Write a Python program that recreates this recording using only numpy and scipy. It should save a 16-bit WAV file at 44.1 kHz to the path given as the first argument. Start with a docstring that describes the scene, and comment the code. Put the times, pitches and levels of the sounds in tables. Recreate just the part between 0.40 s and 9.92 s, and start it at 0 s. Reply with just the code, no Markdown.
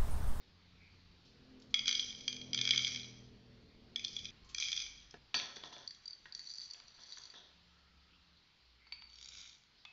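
"""Coffee beans drop from a bottle into a plastic bowl on a wire rack, then slide into a metal cup
and a hand grinder. Each bean snaps and rings the vessel it hits, over the patter of the rest.
Vessels knock, clink and scrape on the rack, among faint rustles and ticks. Outside, a vehicle drones
past over street hum and hiss. The ringing and room tail break off abruptly four times, and the top
treble is missing."""
import sys
import numpy as np
from scipy import signal
from scipy.io import wavfile
from scipy.ndimage import uniform_filter1d

SR = 44100
rng = np.random.default_rng(int(sys.argv[2]) if len(sys.argv) > 2 else 0)


def dump(signal):
    """Clip the signal to [-1, 1] and save it as 16-bit WAV at the path in sys.argv[1]."""
    limited = np.clip(np.atleast_2d(signal).T, -1, 1)
    pcm = np.round(limited * 32767).astype(np.int16)
    wavfile.write(sys.argv[1], SR, pcm)


N = 419832

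# start, the moments where ringing and room tail break off, and end: t/s
BREAKS = [0, 3.908, 4.775, 5.473, 6.938, 9.52]
# modes of the rack's wires: f/Hz, level/dB, t60/s
RACK_MODES = [(170, -12, 0.056), (242, -10, 0.068), (336, -14, 0.054), (407, -3.5, 0.039),
              (570, -8.5, 0.058), (703, -2, 0.035), (938, -1.5, 0.033), (1016, -6.5, 0.059),
              (1330, -2.5, 0.056), (1500, 2, 0.023), (1715, -3, 0.054), (1835, -5, 0.054)]


def beans_in_bowl():
    """Beans rattle into the plastic bowl, whose pitch creeps up as the heap stiffens its floor."""
    hits = [(1.3419, -20.5, 1, -5), (1.3918, -29, -2.5, -1), (1.4571, -32.5, -5, -8.5), (1.47, -36, 9, 9),
            (1.479, -23.5, -4, -4), (1.4909, -27.5, 5, -1), (1.511, -27.5, -7, -12), (1.5269, -29, -3, -4),
            (1.5517, -26, -12, -6.5), (1.5726, -38, -4, 6), (1.5949, -26, -6.5, -10),
            (1.6261, -36.5, -11, -9), (1.6667, -49, 3, 5), (1.7057, -40, -13.5, -12), (1.727, -47, -3, -13),
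            (1.7487, -45, -8, -16), (1.8076, -45, -5, -4.5), (1.8793, -26, -1.5, -1.5),
            (1.9275, -37.5, -6.5, -3), (1.9649, -41, -7, -2), (2.014, -41.5, -5, -6.5),
            (2.1317, -29, -5, -4), (2.145, -27, 4, 0.5), (2.176, -29.5, -6.5, -9), (2.1887, -30, 2, -4),
            (2.2128, -25.5, -13.5, -9), (2.2422, -37, 7, -1), (2.2518, -29, 5, 0.5), (2.2634, -39, 9, -1),
            (2.2747, -26.5, 3.5, 0.5), (2.2903, -29, 3, -3), (2.3078, -19.5, -7, -11.5),
            (2.3351, -30, 8, 0), (2.346, -34, 6, -1), (2.3598, -28, -7, -6), (2.3765, -23, -6, -3),
            (2.3924, -30.5, -3, -12), (2.4137, -44, 0, -12), (2.4469, -26, -11, -16), (2.4686, -33, 3, 3),
            (2.4774, -33, 3, 4), (2.502, -47, 5, -0.5), (2.5192, -38, 2, -7), (2.5464, -36.5, 0.5, -5.5),
            (2.5598, -35, -7.5, -10), (2.574, -44, -4, -4.5), (2.5962, -40.5, -2, -9),
            (2.6067, -46, -2, -5), (2.6313, -44.5, -4.5, -6), (2.6443, -44.5, -7, -10),
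            (3.5594, -28.5, -0.5, -7.5), (3.5947, -40, 3, -1.5), (3.642, -41, -5, -4),
            (3.6473, -29, -6.5, 1.5), (3.68, -41.5, -5, 10), (3.73, -48, -5, 12),
            (3.7648, -31.5, -10, -0.5), (3.7903, -41, -7, -6), (3.8454, -44.5, 1, 3),
            (3.8541, -36.5, -5, -8), (3.8653, -45, -14, -10), (3.8886, -45, -13, -10),
            (4.146, -33, 8.5, 11), (4.1824, -32.5, -4, -0.5), (4.1999, -33.5, 6, 7),
            (4.2243, -30, -1.5, -7), (4.2374, -45, 8, -5), (4.2619, -44, -5.5, -5), (4.2842, -35, 2.5, 3),
            (4.3176, -33, -0.5, -1), (4.3286, -29, 0.5, -4), (4.3634, -36.5, 3, 1), (4.375, -30.5, -4, -8),
            (4.3925, -40, -2, -7), (4.4014, -36, -3.5, -3), (4.4104, -43, -6, -15), (4.4197, -40.5, 4, 1),
            (4.4636, -41.5, 3, -12), (4.7092, -51, -10, 9)]  # loudest landings: t/s, level/dB, low modes/dB, high modes/dB
    modes = [(1322, -19.5, 0.024), (1556, -18, 0.024), (1809, -22, 0.093), (2241, -7.5, 0.12),
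             (2378, -3.5, 0.034), (3220, -1.5, 0.13), (3312, -3.5, 0.11), (3400, 3.5, 0.015),
             (3970, -1.5, 0.016), (4250, -5, 0.018), (4566, -3.5, 0.047), (4932, -8.5, 0.038),
             (4900, 2.5, 0.023), (5617, 5.5, 0.01), (6000, -1, 0.036), (6456, -14.5, 0.028),
             (7046, -21, 0.012)]  # ring of the plastic: f/Hz, level/dB, t60/s
    pours = [
        [(1.36, -66), (1.5, -44.5), (1.62, -46.5), (1.8, -56.5), (2.1, -65), (2.25, -51), (2.45, -42.5),
         (2.67, -59), (2.9, -75.5)],
        [(3.57, -64), (3.75, -54.5), (3.905, -60)],
        [(4.16, -60), (4.21, -41.5), (4.33, -47.5), (4.42, -47), (4.5, -58.5), (4.72, -72)],
    ]  # patter envelopes, one a pour: t/s, level/dB
    loading = [(1.3, 0.999), (4.502, 1.0286)]  # stiffening under the heap: t/s, pitch factor
    return beans(hits, modes, pours, low_hz=2700, high_hz=4200, hold_s=0.007,
                 per_s=700, spread_db=1.5, patter_db=(-4, 3), loading=loading)


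def beans_in_cup():
    """Beans slide into the metal cup with sparse, bright ticks."""
    hits = [(5.4759, -36, -14, -4.5), (5.5079, -42.5, -5, -8), (5.5474, -52, 5.5, 4),
            (5.6562, -42, -15, -6), (5.679, -37.5, -20, -7), (5.7074, -43, -19, -6.5),
            (5.7313, -43.5, -8, -8), (5.9237, -42, -10, -11), (5.9492, -37.5, -6, 2),
            (5.9765, -51.5, 0, -6), (5.993, -41.5, -5.5, 4.5), (6.0061, -48.5, -9, -11),
            (6.0713, -42, -8, -16), (6.101, -44, -7, 0), (6.113, -42, -12, 3), (6.137, -43.5, -13, 3),
            (6.146, -46, -12, 0), (6.1558, -46.5, -11, 3), (6.162, -46, -14, 4), (6.1832, -39, -17, -8),
            (6.1996, -42, -9, -8.5), (6.2158, -40.5, -15, -10), (6.2566, -46.5, -11, 1.5),
            (6.3015, -47, -10, 3), (6.3094, -39.5, -11, -2), (6.335, -43, -10, 7), (6.3998, -51, -4, 9),
            (6.4812, -51.5, -8, 1), (6.617, -54, -22, 4), (6.6348, -49, -11, 5), (6.7222, -43.5, -1, 4),
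            (6.7302, -45, -5, 4), (6.7744, -51, -4, 11), (6.783, -46.5, 0, 8), (6.8363, -46, 0, 4),
            (6.8545, -49, -8, 8), (6.9008, -49, -6, -4)]  # single landings: t/s, level/dB, low modes/dB, high modes/dB
    modes = [(1940, -4.5, 0.006), (3380, -17.5, 0.073), (3967, -3, .02), (4300, -6, 0.0067),
             (4540, 1, 0.031), (4703, 3, 0.012), (5820, -7.5, 0.019), (6490, -18, 0.014),
             (7100, -25.5, 0.024)]  # ring of the metal: f/Hz, level/dB, t60/s
    pours = [
        [(5.48, -70), (5.6, -71.5), (5.9, -72), (6.08, -54), (6.25, -57), (6.42, -72), (6.6, -63.5),
         (6.8, -55.5), (6.935, -75)],
    ]  # patter envelope: t/s, level/dB
    return beans(hits, modes, pours, low_hz=4000, high_hz=5200, hold_s=0.011,
                 per_s=240, spread_db=-1.6, patter_db=(-5, 3))


def beans_in_grinder():
    """Beans rush into the grinder in one dense, dry patter."""
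    hits = [(8.6991, -60, -12, 0), (8.7306, -57, 1, 1), (8.7562, -53.5, 0, 7), (8.7863, -51, -1, 4),
            (8.8123, -50, -7, 7), (8.827, -48, -3, 7), (8.8448, -49, -3, 12), (8.858, -47.5, -7, 2),
            (8.875, -56, -8, 0), (8.887, -46.5, -4, 11), (8.921, -55, 1, 7), (8.9518, -51, 1, 0),
            (8.9726, -51.5, 1, 15), (8.994, -56, 11, 13), (9.0144, -49, 0, 20), (9.0316, -57, -3, 7),
            (9.0564, -69, 0, 6), (9.0947, -51, -7, 8), (9.1294, -55, -16, 4), (9.1494, -64, -11, 4),
            (9.2366, -62.5, 3, 1)]  # single landings: t/s, level/dB, low modes/dB, high modes/dB
    modes = [(1416, -3, 0.0078), (2297, 7, 0.008), (3286, 18, 0.0039), (3717, 3.5, 0.018),
             (4000, 7.5, 0.0072), (4700, -1.5, 0.012), (5500, -5.5, 0.022), (6015, -1.5, 0.0082),
             (6580, -5.5, 0.013), (7070, -19.5, 0.022)]  # ring of the grinder: f/Hz, level/dB, t60/s
    pours = [
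        [(8.68, -79), (8.8, -65), (8.96, -57), (9.06, -58.5), (9.16, -69), (9.27, -90)],
    ]  # patter envelope: t/s, level/dB
    return beans(hits, modes, pours, low_hz=2800, high_hz=4200, hold_s=0.012,
                 per_s=1500, spread_db=3.0, patter_db=(-6, 4))


def beans(hits, modes, pours, low_hz, high_hz, hold_s, per_s, spread_db, patter_db,
          loading=((0, 1), (10, 1))):
    """Single beans strike a vessel over the patter; where one lands weights the low and high modes."""
    snap_db, snap_t60_s = -11.5, 0.0072  # the dry crack of the bean itself
    out, t = np.zeros(N), np.arange(1024) / SR
    hz = np.array(modes)[:, :1]
    low, high = hz < low_hz, hz > high_hz
    for s, db, low_db, high_db in hits:
        snap = amp(db + snap_db - 60 * t / snap_t60_s) * (1 - np.exp(-t / 0.0015))
        add(out, s, snap * band_noise(len(t), 2600, 7000))
        pitch = np.interp(s, *np.transpose(loading))
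        ring = struck(modes, low_db * low + high_db * high, pitch, scatter_db=4.0, hold_s=hold_s)
        add(out, s, amp(db) * ring)
    patter = tumble(modes, per_s, spread_db, patter_db[0] * low + patter_db[1] * high, hold_s)
    return out + patter * sum(amp(along(pour, 1)) for pour in pours)


def struck(modes, colour_db=0, pitch=1, scatter_db=2, hold_s=1, detune=0.012, size=4096):
    """One blow: where it lands sets each mode's strength, sign and tuning."""
    hz, db, t60 = np.transpose(modes)[:, :, None]
    t = np.arange(size) / SR
    tuning, spot, strength = rng.standard_normal((3, len(modes), 1))
    sign = np.sign(np.sin(hz / 300 + 3 * spot[0]))  # close modes start together, then beat apart
    waves = sign * np.sin(2 * np.pi * hz * pitch * (1 + detune * tuning) * t)
    ring = (amp(db + colour_db + scatter_db * strength - 60 * t / t60) * waves).sum(0)
    ring *= 1 - np.exp(-(t / 0.00082) ** 2)  # the contact takes about a millisecond
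    ring *= amp(-12.0 * (1 - np.exp(-(t / hold_s) ** 4)))  # drops to a faint tail after the hold
    return ring / np.sqrt(2 * np.mean(ring[:SR // 200] ** 2))  # amplitude 1 over the first 5 ms


def tumble(modes, per_s, spread_db, colour_db=0, hold_s=1):
    """Small blows of uneven strength land at random on 16 spots, each with its own ring; rms 1."""
    strength = amp(spread_db * np.minimum(rng.exponential(1, N), 4))
    blows = strength * (rng.random(N) < per_s / SR)
    out, spots = np.zeros(N), rng.integers(0, 16, N)
    for spot in range(16):
        ring = struck(modes, colour_db, scatter_db=6.0, hold_s=hold_s, detune=0.02, size=2048)
        out += signal.oaconvolve(blows * (spots == spot), ring)[:N]
    return unit_rms(out)


def rack_knocks():
    """A vessel knocks the rack: the wires ring and thud under a clack and a bright tick."""
    knocks = [(4.741, -47, 9, -6, -6.5), (4.943, -37.5, -7.5, -2, 11), (4.963, -50, -25.5, -22.5, -12),
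              (4.999, -58.5, 14, 4.5, 24.5), (5.167, -51.5, 13, 8, -14), (5.236, -47.5, -0.5, -5, 4.5),
              (5.326, -55.5, -2, 2, 4), (5.365, -54.5, 16, -7, 3), (5.856, -49, -12.5, -6, -1.5),
              (6.345, -65.5, -18, 1, 14.5), (6.401, -62.5, -10.5, 1.5, 5), (6.585, -63.5, 2, -28, -17),
              (6.772, -54.5, -22, -5, 3), (6.939, -60, -1, -19, 4), (8.468, -66, -24, 4, 3.5),
              (8.523, -61, -11, 9, 20), (8.621, -60, -16, -9, 11.5), (9.451, -63.5, -19, 12, 18)]  # t/s, level/dB, then relative to it: thud/dB, clack/dB, tick/dB
    clack_t60_s = 0.021
    out, t = np.zeros(N), np.arange(16384) / SR
    low = np.array(RACK_MODES)[:, :1] < 800
    for s, db, thud_db, clack_db, tick_db in knocks:
        wires = struck(RACK_MODES, thud_db * low, scatter_db=4.0, size=len(t))
        clack = amp(clack_db) * band_noise(len(t), 730, 3900)
        tick = amp(tick_db) * band_noise(len(t), 2070, 4480)
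        add(out, s, amp(db) * (wires + (clack + tick) * amp(-60 * t / clack_t60_s)))
    return out


def metal_rings():
    """Knocked, the cup's wall and the grinder's lid give a short loud ring over a long faint one."""
    wall_modes = [(4530, 2, 0.049), (4840, -16.5, 0.13), (2280, -5.5, 0.025), (4420, -26.5, 0.92),
                  (2310, -27.5, 0.27)]  # cup wall: f/Hz, level/dB, t60/s
    lid_modes = [(3470, 5, 0.021), (2220, -12, .012), (1210, -3.5, 0.015), (2584, -14.5, .9)]  # grinder lid: f/Hz, level/dB, t60/s
    wall_blows = [(4.948, -27, -21), (4.96, -25.5, -23), (8.469, -56, 4), (8.5225, -35.5, 1.5)]  # knocks on the cup: t/s, level/dB, low modes/dB
    lid_blows = [(9.452, -43, 2)]  # knock on the lid: t/s, level/dB, low modes/dB
    out, t = np.zeros(N), np.arange(16384) / SR
    attack = 1 - np.exp(-t / 0.0016)
    for modes, blows in ((wall_modes, wall_blows), (lid_modes, lid_blows)):
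        for s, db, low_db in blows:
            ring = sum(amp(mode_db + low_db * (hz < 2400) - 60 * t / t60) * np.sin(2 * np.pi * hz * t)
                       for hz, mode_db, t60 in modes)
            add(out, s, amp(db) * ring * attack)
    return out


def rack_scrapes():
    """A vessel is set down or nudged: quick slips buzz its foot and the wires, then die away."""
    scrapes = [(4.944, -39.5, -11, 0.56), (5.158, -53, -14, 0.23), (5.236, -51.5, -5.5, 0.31),
               (5.32, -57, -6.5, 1.24), (5.86, -70.5, -2, 0.46), (6.345, -69.5, -2, 0.59),
               (6.59, -64.5, -6.5, 1.9), (6.775, -71, -10, 0.93), (6.938, -58, -4.5, .45)]  # t/s, level/dB, wires against foot/dB, t60/s
    foot_modes = [(2900, -27, 0.011), (3433, -5, 0.014), (3700, 1, 0.0039), (4500, 11, 0.0025),
                  (5650, 2.5, 0.0026), (6040, -13, 0.0063)]  # ring of the foot: f/Hz, level/dB, t60/s
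    foot = tumble(foot_modes, per_s=1100, spread_db=1.9)
    wires = tumble(RACK_MODES, per_s=700, spread_db=3.5)
    out, t = np.zeros(N), np.arange(SR) / SR
    for s, db, wires_db, t60 in scrapes:
        slips = (foot + amp(wires_db) * wires)[round(s * SR):][:SR]
        add(out, s, amp(db - 60 * t / t60) * slips)
    return out


def rustles_and_clinks():
    """Faint rustles and ticks, plus brief noisy ringing of the bowl and metal cup."""
    swells = [(.44, 0.048, 0.058, 2300, 404, -67), (0.858, 0.0087, 0.081, 4300, 2420, -68.5),
              (1.2, 0.0013, 0.0056, 4500, 4000, -64.5), (1.224, 0.0057, 0.0083, 4500, 3000, -62.5),
              (1.309, 0.0026, 0.011, 4880, 3047, -68), (4.048, 0.001, 0.017, 4900, 4000, -66),
              (4.071, 0.045, 0.12, 1100, 149, -73.5), (4.095, 0.0046, 0.02, 4500, 4000, -57.5),
              (6.959, 0.0037, 0.077, 3590, 704, -57), (8.621, 0.047, 0.18, 4560, 164, -60),
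              (7.02, 0.022, 0.049, 570, 300, -75), (7.328, .07, .7, 1320, 144, -80.5),
              (7.741, 0.052, 0.058, 3000, 800, -72), (7.97, 0.015, .06, 4000, 1500, -71),
              (8.42, 0.021, 0.16, 2170, 279, -71.5), (9.401, 0.046, 0.13, 4500, 1220, -71)]  # swells of band noise: peak t/s, rise/s, fall/s, f/Hz, width/Hz, level/dB
    out = np.zeros(N)
    for s, rise, fall, hz, width, db in swells:
        t = np.arange(30000) / SR - 2 * rise
        swell = np.where(t < 0, np.exp(-(t / rise) ** 2), np.exp(-abs(t) / fall))
        add(out, s + t[0], amp(db) * swell * band_noise(len(t), hz - width / 2, hz + width / 2))
    return out


def vehicle():
    """Firing orders fall in pitch as it passes; reflections make each waver over the exhaust roar."""
    pass_by = [(.85, -70.5, 7), (1.1, -60.5, -19.5), (1.4, -62, -11.5), (1.8, -60.5, -10.5), (2.1, -52, -7),
               (2.7, -58.5, 2.5), (3.1, -63.5, 0), (3.5, -61.5, -7), (3.905, -63.5, 0)]  # engine envelope: t/s, level/dB, lowest three orders/dB
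    orders = [(1, -28), (2, -12.5), (3, 0.5), (4, -15.5), (5, -5), (6, -2.5), (7, -15), (8, -23),
              (9, -14.5), (10, -16.5), (11, -12.5), (12, -23)]  # engine tones: multiple of the firing rate, level/dB
    start_hz, sag_hz_per_s, roar_db = 43.56, 1.5, -12
    firing_hz = start_hz - sag_hz_per_s * (np.arange(N) / SR - pass_by[0][0])
    cycles = np.cumsum(firing_hz) / SR
    tones, low_db = np.zeros(N), along(pass_by, 2, outside=0)
    for order, db in orders:
        level = amp(db + low_db * (order < 4) + 2.0 * wander(3.5) + 2.3 * wander(25.0))
        phase = order * (cycles + 0.0096 * wander(13.0)) + rng.random()
        tones += level * np.sin(2 * np.pi * phase)
    roar = amp(roar_db) * band_noise(N, 160, 650)
    return amp(along(pass_by, 1)) * (unit_rms(tones) + roar)


def far_hums():
    """Distant low tones fade in, waver and fade out."""
    hums = [(0, 0.86, 89, -69.5), (0, 0.927, 178, -75), (3, 3.9, 55, -76), (3.92, 4.753, 53, -68),
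            (7, 8.08, 70, -75), (7, 8.089, 174, -78), (8.15, 9.103, 60, -73)]  # start t/s, end t/s, f/Hz, level/dB
    out = np.zeros(N)
    for start, end, hz, db in hums:
        t = np.arange(0, end - start, 1 / SR)
        swell = amp(db + wander(17.0)[:len(t)]) * signal.windows.tukey(len(t), 0.3)
        phase = hz * t + 0.03 * wander(13.0)[:len(t)]
        add(out, start, np.sqrt(2) * swell * np.sin(2 * np.pi * phase))
    return out


def street():
    """A bed of patchy hiss whose low end swells with the traffic."""
    spectrum = [(24, -35.5), (40, -1), (90, -2), (149, -7.5), (177, -5), (202, -8), (399, -14.5),
                (604, -21), (1270, -19), (1660, -20), (2350, -19), (2920, -19), (4530, -15.5), (7500, -41),
                (9750, -84), (16500, -120)]  # colour of the street and room hiss: f/Hz, level/dB
    envelope = [(0, -66.5, -0.5), (2.002, -66.5, 2), (3.299, -67.5, 3.5), (3.899, -66.5, 4),
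                (3.918, -64.5, -0.5), (4.769, -65, -6.5), (4.779, -65.5, -3.5), (5.471, -66, -7.5),
                (6.93, -64, -12), (7.601, -67.5, -6.5), (8.3, -67.5, -7.5), (9.52, -68, -8)]  # drifts and sudden steps: t/s, level/dB, rumble below 600 Hz/dB
    frames, hz = N // 256 + 5, np.fft.rfftfreq(1024, 1 / SR)
    real, imag, patches = rng.standard_normal((frames, 513, 3)).T
    patches = unit_rms(uniform_filter1d(uniform_filter1d(patches, 10, 0), 16, 1))
    f, db = np.transpose(spectrum)
    colour = amp(np.interp(np.log(hz + 1), np.log(f + 1), db))[:, None]
    s, _, rumble_db = np.transpose(envelope)
    low_db = np.interp(np.arange(frames) * 256 / SR, s, rumble_db) / (1 + (hz[:, None] / 600) ** 4)
    bins = (real + 1j * imag) * colour * amp(low_db + 1.5 * patches)
    hiss = signal.istft(bins, nperseg=1024, noverlap=768)[1][:N]
    return amp(along(envelope, 1)) * unit_rms(hiss)


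def room(x):
    """Sparse echoes die away band by band; the tail stops dead at each break."""
    decay = [(500, 0.93), (2000, 0.68), (4000, 0.3), (7000, 0.51)]  # reverb time: f/Hz, t60/s
    echoes = np.zeros(SR)
    at = np.arange(400, SR - 20, 20) + rng.integers(0, 20, (SR - 401) // 20)
    echoes[at] = rng.choice([-1., 1.], at.shape)
    hz, t, bins = signal.stft(echoes, SR, nperseg=256)
    t60 = np.interp(hz, *np.transpose(decay))[:, None]
    tail = signal.istft(bins * amp(-60 * t / t60), SR, nperseg=256)[1]
    tail /= np.linalg.norm(tail)
    edges = [round(s * SR) for s in BREAKS]
    return np.concatenate([signal.fftconvolve(x[a:b], tail)[:b - a] for a, b in zip(edges, edges[1:])])


def amp(db):
    return 10 ** (np.asarray(db) / 20)


def unit_rms(x):
    return x / np.sqrt(np.mean(x ** 2) + 1e-20)


def along(rows, column, outside=-150):
    """A table column as an envelope over every sample."""
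    rows = np.array(rows)
    return np.interp(np.arange(N) / SR, rows[:, 0], rows[:, column], outside, outside)


def add(mix, s, sound):
    """Lays a sound in at s seconds, chopped at the next break."""
    end = min(edge for edge in BREAKS if edge > s)
    part = mix[round(s * SR):round(end * SR)][:len(sound)]
    part += sound[:len(part)]


def band_noise(size, low_hz, high_hz):
    """Noise in a band, rms 1."""
    band = signal.butter(3, (low_hz, high_hz), "band", fs=SR, output="sos")
    return unit_rms(signal.sosfilt(band, rng.standard_normal(size)))


def wander(rate_hz):
    """Random drift no faster than rate_hz, rms 1."""
    t = np.arange(0, N + 256, 256) / SR
    rates = np.geomspace(rate_hz / 12, rate_hz, 16)
    drift = sum(np.sin(2 * np.pi * (hz * t + rng.random())) / np.sqrt(hz) for hz in rates)
    return np.interp(np.arange(N) / SR, t, unit_rms(drift))


def scene():
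    """Beans and vessels up close in the room, the street behind them; mono."""
    near = beans_in_bowl() + beans_in_cup() + beans_in_grinder()
    near += rack_knocks() + metal_rings() + rack_scrapes() + rustles_and_clinks()
    return (near + amp(-6.5) * room(near) + vehicle() + far_hums() + street())[None]


def record(dry):
    """A steep treble cut, over a very faint noise floor."""
    treble_edge_hz, hiss_edge_hz = 7550, 15600
    lowpass = signal.firwin(301, treble_edge_hz, window=("kaiser", 9), fs=SR)[None]
    hiss_lowpass = signal.firwin(301, hiss_edge_hz, fs=SR)[None]
    hiss = signal.oaconvolve(rng.standard_normal(dry.shape), hiss_lowpass, "same")
    return signal.oaconvolve(dry, lowpass, "same") + amp(-99) * hiss


dry = scene()
out = record(dry)
dump(out)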